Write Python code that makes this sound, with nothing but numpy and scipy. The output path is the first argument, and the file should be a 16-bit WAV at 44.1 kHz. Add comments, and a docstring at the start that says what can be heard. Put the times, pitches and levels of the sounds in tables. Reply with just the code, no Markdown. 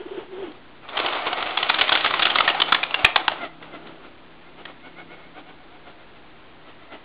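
"""A pigeon flock bursts off a garden loft after one bird's coo, a rolled, then held throat tone.
Wing tips clap, downstrokes whoosh, feathers rub and rustle. The birds circle away and pass again,
their fluttering flight feathers whistling softly. A far engine drones under the hush of the yard.
A dull, grainy 8-bit recorder picks it up and overloads on the loudest claps."""
import sys
import numpy as np
from scipy import signal
from scipy.fft import rfft, irfft
from scipy.io import wavfile
from scipy.ndimage import uniform_filter1d

SR = 44100
rng = np.random.default_rng(int(sys.argv[2]) if len(sys.argv) > 2 else 0)


def to_wav(sig):
    """Store sig (one row per channel, or 1-D mono) as 16-bit WAV at the path in sys.argv[1].

    Samples outside -1..1 are clipped; the rate is SR.
    """
    pcm = np.clip(np.atleast_2d(sig), -1, 1) * 32767
    pcm = np.round(pcm).astype(np.int16)
    wavfile.write(sys.argv[1], SR, pcm.T)  # frames by channels


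N = 310464
TIME = np.arange(N) / SR


def from_db(db):
    return 10 ** (np.asarray(db) / 20)


def unit_rms(x):
    return x / np.sqrt(np.mean(x ** 2) + 1e-20)


def curves(rows):
    """Columns of a table of (seconds, values..), interpolated to every sample."""
    times_s, *columns = np.transpose(rows)
    return [np.interp(TIME, times_s, column) for column in columns]


def since(start_s):
    """Seconds elapsed; zero before the start."""
    return np.maximum(TIME - start_s, 0)


def gate(start_s, end_s, fade_s):
    """One from start to end, linear fades outside."""
    return np.interp(TIME, [start_s - fade_s, start_s, end_s, end_s + fade_s], [0, 1, 1, 0])


def swell(centre_s, width_s):
    """Bell of given half-height width: sample indices, seconds from centre, height."""
    first, last = int((centre_s - 2 * width_s) * SR), int((centre_s + 2 * width_s) * SR)
    at = np.arange(max(0, first), min(N, last))
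    t = at / SR - centre_s
    return at, t, 2 ** -(2 * t / width_s) ** 2


def band(x, low_hz, high_hz, order=2):
    return signal.sosfilt(signal.butter(order, [low_hz, high_hz], "band", fs=SR, output="sos"), x)


def colour(x, spectrum):
    """Filter by (Hz, relative dB) points; rms 1."""
    hz, db = np.transpose(spectrum)
    log_hz = np.log(np.arange(N // 2 + 1) * SR / N + 1)
    gain = from_db(np.interp(log_hz, np.log(hz), db))
    return unit_rms(irfft(rfft(x) * gain, N))


def noise(spectrum):
    return colour(rng.standard_normal(N), spectrum)


def drift(rate_hz):
    """Smooth random wander; rms 1."""
    hz = np.arange(N // 2 + 1) * SR / N
    return unit_rms(irfft(rfft(rng.standard_normal(N)) / (1 + (hz / rate_hz) ** 2), N))


# Background spectrum. Each row: frequency in Hz, relative level in dB.
YARD_SPECTRUM = [(25, -1.5), (40, -3.5), (120, -3.5), (200, -6.5), (330, 0), (500, -4), (700, -4),
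                 (1200, -7), (2200, -11.5), (4800, -20)]


def yard_hush(level_db=-51):
    """Steady, dull outdoor noise."""
    return from_db(level_db) * noise(YARD_SPECTRUM)


# Engine speeding up, then slowing. Each row: time in seconds, turning rate in Hz, gain in dB.
ENGINE_RUN = [(0, 28.32, -4), (1.3, 29.65, -1), (2.3, 31.8, 6), (3.2, 32.87, 1.5), (3.9, 32.38, 4),
              (4.25, 33.77, -3.5), (5.1, 33.42, 4), (5.7, 33.15, -3.5), (6.4, 30.72, -8), (7, 30.43, -7.5)]
# Engine tones. Each row: multiple of the turning rate, rms level in dB before that gain.
ENGINE_ORDERS = [(5, -62), (7, -66), (8, -61.5), (9, -63.5), (10, -60), (11, -68.5)]


def far_engine(wander=.0027, fading_db=2):
    """Harmonics of the turning rate, each fading in and out on its way through the trees."""
    turn_hz, gain_db = curves(ENGINE_RUN)
    phase = 2 * np.pi * np.cumsum(turn_hz * (1 + wander * drift(2.3))) / SR
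    drone = sum(from_db(db + fading_db * drift(2.6)) * np.sin(order * phase)
                for order, db in ENGINE_ORDERS)
    return from_db(gain_db) * np.sqrt(2) * drone


def held_note(start_s=.3, accent_s=.44, end_s=.497, held_hz=382, jitter=.036, shimmer_db=2.5):
    """The coo's end swells on one pitch to an accent, then sinks and dies; returns tone, envelope."""
    fall_hz_per_s, swell_db_per_s, fade_db_per_s = 1200, 64.5, 100
    hz = held_hz - fall_hz_per_s * since(accent_s - .015)
    level_db = -27 - swell_db_per_s * np.maximum(accent_s - TIME, 0) - fade_db_per_s * since(accent_s)
    at, _, accent = swell(accent_s, width_s=.02)
    level_db[at] += 5 * accent
    envelope = from_db(level_db + shimmer_db * drift(44.3)) * gate(start_s, end_s, fade_s=.022)
    phase = 2 * np.pi * np.cumsum(hz * (1 + jitter * drift(60))) / SR
    return envelope * (np.sin(phase) + from_db(-22) * np.sin(2 * phase)), envelope


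# Throat pulses opening the coo. Each row: centre in seconds, relative level in dB, pitch in Hz.
COO_PULSES = [(.007, -26.5, 370), (.064, -25, 350), (.119, -24, 384), (.155, -26.5, 392),
              (.183, -21.5, 363.5), (.218, -32, 405)]


def coo(voice_gain_db=-2.5, rasp_gain_db=-11, rasp_lag_s=.01):
    """A raspy throat tone: rolled in pulses, each with a softer, higher rebound, then held."""
    voice, envelope = held_note()
    for pulse_s, pulse_db, pulse_hz in COO_PULSES:
        pulse = (pulse_s, pulse_db, pulse_hz, .012)
        rebound = (pulse_s + .017, pulse_db - 10.5, 441, .022)
        for centre_s, db, hz, width_s in pulse, rebound:
            at, t, bell = swell(centre_s, width_s)
            voice[at] += from_db(db) * bell * np.sin(2 * np.pi * hz * t)
            envelope[at] += from_db(db) * bell
    rasp = noise([(100, -13), (450, 2.5), (850, -2.5), (1050, -6), (1350, -6.5), (1900, -12),
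                  (2600, -12.5), (3200, -8.5), (4800, -32)])
    rasp_envelope = np.interp(TIME - rasp_lag_s, TIME, uniform_filter1d(envelope, size=2200))
    return from_db(voice_gain_db) * voice + from_db(rasp_gain_db) * rasp_envelope * rasp


# Wing claps. Each row: start in seconds, relative level in dB, air-pocket pitch in Hz,
# contact time in seconds.
WING_CLAPS = [(.518, -45, 2100, 0.0032), (0.888, -35, 3460, 0.0061), (0.97, -22, 3000, .008),
              (1.061, -19.5, 2920, 0.0052), (1.329, -21, 705, 0.0059), (1.425, -21, 1300, 0.0033),
              (1.5725, -16.5, 3370, 0.0054), (1.6275, -16, 3060, 0.0055), (1.696, -12.5, 1280, 0.0068),
              (1.742, -19, 3600, 0.0058), (1.785, -19, 1665, 0.0057), (1.81, -14, 3010, 0.0091),
              (1.892, -15, 3400, 0.0051), (1.9198, -14, 3350, 0.0094), (1.955, -21.5, 1380, .007),
              (2.045, -17, 1290, .005), (2.06, -17, 3170, .005), (2.107, -20, 1296, .005),
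              (2.138, -18.5, 1047, 0.0071), (2.194, -17.5, 1215, 0.0051), (2.2212, -16, 3460, .012),
              (2.253, -13.5, 2680, 0.0057), (2.267, -18.5, 1320, 0.0043), (2.3004, -18, 3180, 0.0054),
              (2.356, -14, 1190, 0.0057), (2.385, -14, 2128, .005), (2.4045, -11.5, 1270, .005),
              (2.477, -13, 1750, 0.0061), (2.487, -16.5, 2190, 0.0054), (2.499, -18.5, 2690, .006),
              (2.546, -23, 780, .006), (2.6, -17.5, 3270, 0.0058), (2.618, -11.5, 3190, 0.0052),
              (2.722, -10.5, 1410, 0.0068), (2.745, -14.5, 2040, .007), (2.83, -18, 2470, 0.0083),
              (2.9418, -15.5, 2780, 0.0057), (3.0454, -7, 2400, .007), (3.058, -20.5, 1740, .004),
              (3.159, -10, 773, 0.0062), (3.2798, -11, 880, 0.0035), (3.317, -26, 670, 0.0052),
              (3.625, -41.5, 2000, .008), (3.87, -41.5, 1070, 0.0044), (4.6533, -32.5, 1785, 0.0053)]


def wing_claps(rise_s=.00089, ring_s=.0022, hollow_db_per_octave=2.6, ragged_db=2.5, gain_db=2.28):
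    """Wing tips meet: the quills crack and the air squeezed between them rings."""
    out, size = np.zeros(N), 2048
    t = TIME[:size]
    quills = noise([(40, -30.5), (200, -18), (500, -11.5), (800, 0), (1300, 2), (2200, -.5),
                    (3500, 3), (4000, 0), (4800, -2.5), (5500, -31)])
    touches = from_db(ragged_db * np.clip(drift(560), -1.5, 1.5))   # quills land one after another
    for start_s, db, pocket_hz, contact_s in WING_CLAPS:
        at = round(start_s * SR) + np.arange(size)
        # Deeply cupped wings trap more air: a lower, hollower knock.
        pocket_db = -1.5 + hollow_db_per_octave * max(0, np.log2(2000 / pocket_hz))
        pocket = unit_rms(band(rng.standard_normal(size), pocket_hz / 1.05, pocket_hz * 1.085))
        crack = quills[at] + from_db(pocket_db) * pocket
        crack /= np.sqrt(uniform_filter1d(crack ** 2, size=90))   # force alone sets the loudness
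        contact = np.minimum(t / rise_s, 1) * np.exp(-np.maximum(t - contact_s, 0) / ring_s)
        force = contact * touches[at]
        force *= np.linalg.norm(contact) / np.linalg.norm(force)
        out[at] += from_db(db + gain_db) * crack * force
    return out


# Spectra of wing-driven air and rubbing feathers. Each row: frequency in Hz, relative level in dB.
WHOOSH_SPECTRUM = [(60, -20), (190, -21.5), (320, -1.5), (520, -2), (720, 4.5), (980, -0.5), (1280, 3),
                   (1700, -13), (3000, -28.5), (4800, -20), (5500, -48)]
RUSTLE_SPECTRUM = [(300, -28), (600, -17), (1300, -6), (1900, -3.5), (2600, 0.5), (3400, 0.5), (4000, -3),
                   (4800, -4.5), (5500, -33)]


def clap_rushes(lag_s=.04, width_s=.05, base_db=-29.5, db_per_clap_db=.5, rustle_gain_db=-4.5):
    """The wings sweep down after a clap: the harder the clap, the stronger the whoosh and rustle."""
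    power = np.zeros(N)
    for start_s, clap_db, _, _ in WING_CLAPS:
        at, _, bell = swell(start_s + lag_s, width_s)
        power[at] += (from_db(base_db + db_per_clap_db * clap_db) * bell) ** 2
    return np.sqrt(power) * (noise(WHOOSH_SPECTRUM) + from_db(rustle_gain_db) * noise(RUSTLE_SPECTRUM))


# Flight-feather flutter. Each row: harmonic number, relative level in dB.
FEATHER_HARMONICS = [(1, -5), (2, -5), (3, -2.5), (4, -15), (5, -21)]


def feather_whistle(hz, favoured=2, falloff_db=0):
    """A fluttering feather; harmonics lose falloff_db per step from the favoured one; rms 1."""
    phase = 2 * np.pi * np.cumsum(hz) / SR
    tone = np.zeros(len(hz))
    for harmonic, db in FEATHER_HARMONICS:
        level = from_db(db - falloff_db * abs(harmonic - favoured))
        tone += level * np.sin(harmonic * phase + rng.uniform(0, 2 * np.pi))
    return unit_rms(tone)


def slap_power(per_s=60, decay_s=.0027, spread_db=4):
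    """Power envelope of small, sudden wing slaps at random moments; mean 1."""
    hits = rng.random(N) < per_s / SR
    strength = from_db(spread_db * np.clip(rng.standard_normal(N), -2, 2))
    power = signal.lfilter([1], [1, -np.exp(-1 / (decay_s * SR))], hits * strength ** 2 + 1e-18)
    return power / np.mean(power)


# The flock bursts up and leaves. Each row: time in seconds, whoosh gain in dB, rustle gain in dB.
TAKEOFF = [(.86, -41, -50), (.93, -36.5, -43), (0.991, -25.5, -28.5), (1.42, -27.5, -32.5),
           (1.53, -31, -32), (1.95, -28.5, -24.5), (2.52, -29.5, -32.5), (2.89, -37.5, -40),
           (3.001, -32, -35), (3.26, -41, -50), (3.45, -38, -40.5)]


def flock_takeoff(birds=12, beats_per_s=8.7, stroke_s=.04, whistle_gain_db=-6, air_gain_db=-2):
    """Each bird beats at its own pace; downstrokes push air, flutter one feather and rub the rest."""
    push, whistles = np.zeros(N), np.zeros(N)
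    waver = 1 + .02 * drift(81)
    for pace, offset_beats, bird_hz in rng.uniform([.85, 0, 640], [1.15, 1, 780], (birds, 3)):
        for beat in range(6, 40):
            at, t, bell = swell((beat + offset_beats) / (beats_per_s * pace), stroke_s)
            bend_octaves = rng.normal(0, .068) + rng.normal(0, 1.5) * t
            push[at] += bell ** 2
            whistles[at] += bell * feather_whistle(bird_hz * waver[at] * 2 ** bend_octaves)
    mean_push = uniform_filter1d(push, size=SR // 10) + .019
    strokes, slaps = push / mean_push, slap_power()
    air = np.sqrt(.75 * strokes + .25 * slaps) * noise(WHOOSH_SPECTRUM)
    air += from_db(whistle_gain_db) * whistles / np.sqrt(mean_push)
    # Feathers rub in tiny clumped snaps.
    snaps = rng.standard_normal(N) * from_db(1.5 * np.clip(drift(450), -2, 2))
    rustle = np.sqrt((strokes + slaps) / 2) * colour(snaps, RUSTLE_SPECTRUM)
    air_db, rustle_db = curves(TAKEOFF)
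    wings = from_db(air_db + air_gain_db) * air + from_db(rustle_db) * rustle
    return wings * gate(TAKEOFF[0][0], TAKEOFF[-1][0], fade_s=.052)


# Spectrum of distant wings. Each row: frequency in Hz, relative level in dB.
FAR_WHOOSH_SPECTRUM = [(60, -9.5), (200, -1), (320, 10), (500, 4), (750, 6), (1000, -0.5), (1350, 3),
                       (1800, -5.5), (2800, -2), (3500, -4.5), (4800, -14.5), (5500, -42.5)]
# Whistle as the birds leave, circle and return. Each row: time in seconds, pitch in Hz,
# glide within a stroke in octaves per second, favoured harmonic number.
WHISTLE_COURSE = [(3.2, 745, -2, 1), (3.46, 684, -2.2, 1.5), (4.6, 709, 2, 1.8), (4.86, 732.6, 1.1, 2.5),
                  (5.25, 724.6, 1.5, 2.5), (5.39, 755, 2, 1.08), (5.89, 711, 0, 1.1), (6.7, 655, -1.5, 1.7),
                  (6.94, 680, -1, 1.5)]
# Downstrokes. Each row: centre in seconds, whoosh level in dB, relative whistle level in dB.
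DOWNSTROKES = [(3.005, -40, -38), (3.205, -40, -36.5), (3.322, -42, -39), (3.385, -38.5, -48.5),
               (3.44, -36, -32), (3.645, -46.5, -59), (3.752, -39, -44), (3.88, -43, -56),
               (4.055, -44, -51.5), (4.482, -53, -53), (4.6, -42.5, -51), (4.69, -45.5, -51),
               (4.868, -44, -47), (5.002, -42, -43.5), (5.13, -42.5, -45), (5.2, -48.5, -58.5),
               (5.255, -51.5, -52), (5.387, -41.5, -43), (5.497, -46, -48.5), (5.615, -61.5, -55.5),
               (5.752, -50, -51.5), (5.887, -43.5, -48.5), (6.02, -51.5, -54.5), (6.165, -52, -59),
               (6.692, -46.5, -52.5), (6.83, -51, -52), (6.939, -39, -41)]


def wingbeats(stroke_s=.046, lead_s=.008, arch_octaves=.023, whistle_gain_db=1, rasp_depth_db=3):
    """Single downstrokes: a rasping feather whistle arches in pitch just ahead of a whoosh."""
    out, air = np.zeros(N), noise(FAR_WHOOSH_SPECTRUM)
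    waver = 1 + .0105 * drift(120)
    rasp = unit_rms(from_db(rasp_depth_db * drift(200)))
    course = curves(WHISTLE_COURSE)
    for centre_s, whoosh_db, whistle_db in DOWNSTROKES:
        at, _, bell = swell(centre_s, stroke_s)
        out[at] += from_db(whoosh_db) * bell * air[at]
        hz, glide, favoured = (column[round(centre_s * SR)] for column in course)
        at, t, bell = swell(centre_s - lead_s, stroke_s)
        bend_octaves = glide * t - arch_octaves * (2 * t / stroke_s) ** 2
        whistle = feather_whistle(hz * waver[at] * 2 ** bend_octaves, favoured, falloff_db=4.5)
        out[at] += from_db(whistle_db + whistle_gain_db) * bell * rasp[at] * whistle
    return out


# Thumps on loud claps. Each row: centre in seconds, level in dB.
LOW_THUMPS = [(3.046, -21.5), (3.163, -36.5)]


def low_thumps(width_s=.0028):
    """A short, low thump on two of the loudest claps, as the recorder overloads."""
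    out = np.zeros(N)
    for centre_s, db in LOW_THUMPS:
        at, t, bell = swell(centre_s, width_s)
        out[at] += from_db(db) * bell * (1 - 2 * t / width_s)
    return out


def flock_retreat(start_s=3.62, end_s=4.1, gain_db=-43.5, fade_db_per_s=14.5):
    """The flock's whoosh from beyond the trees, fading with distance."""
    whoosh = band(noise(FAR_WHOOSH_SPECTRUM), 90, 2300, order=1)
    envelope = from_db(gain_db - fade_db_per_s * since(start_s)) * gate(start_s, end_s, fade_s=.03)
    return envelope * whoosh


# Echoes off ground, loft and fence. Each row: delay in seconds, gain in dB.
ECHOES = [(0.016, -18.5), (0.04, -24), (0.061, -36)]


def garden(x, t60_s=.45, onset_s=.0068, scatter_db=-18.5):
    """Adds a few hard echoes and a dull scatter from the trees."""
    t = TIME[:SR]
    envelope = from_db(-60 * t / t60_s) * np.minimum(t / onset_s, 1)
    tail = band(rng.standard_normal(SR), 340, 3200, order=1) * envelope
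    response = from_db(scatter_db) * tail / np.linalg.norm(tail)
    for delay_s, db in ECHOES:
        response[round(delay_s * SR)] += from_db(db)
    return x + signal.fftconvolve(x, response)[:N]


def scene():
    """Pigeons and background, heard at one spot; mono."""
    echoing = garden(wing_claps() + coo() + wingbeats())
    direct = low_thumps() + clap_rushes() + flock_takeoff() + flock_retreat()
    return (echoing + direct + far_engine() + yard_hush())[None]


# The recorder's smoothing filter. Each row: frequency in Hz, gain in dB.
SMOOTHING = [(0, 0), (3500, 0), (4000, -7), (4700, -16), (5050, -80), (SR / 2, -120)]


def record(dry, decimation=4, steps=128, ceiling=.92, cutoff_hz=15762):
    """Quarter-rate 8-bit recorder: quiet sound turns grainy, the loudest claps clip."""
    low_rate = signal.resample_poly(dry, 1, decimation, axis=-1)
    quantised = np.floor(steps * np.clip(low_rate, -1, 1)) / steps
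    hz, db = np.transpose(SMOOTHING)
    taps = signal.firwin2(255, hz, from_db(db), fs=SR)
    smoothed = signal.resample_poly(quantised, decimation, 1, axis=-1, window=taps)[:, :N]
    lowpass = signal.cheby2(12, 70, cutoff_hz, fs=SR, output="sos")
    return signal.sosfilt(lowpass, np.clip(smoothed, -ceiling, ceiling))


dry = scene()
out = record(dry)
to_wav(out)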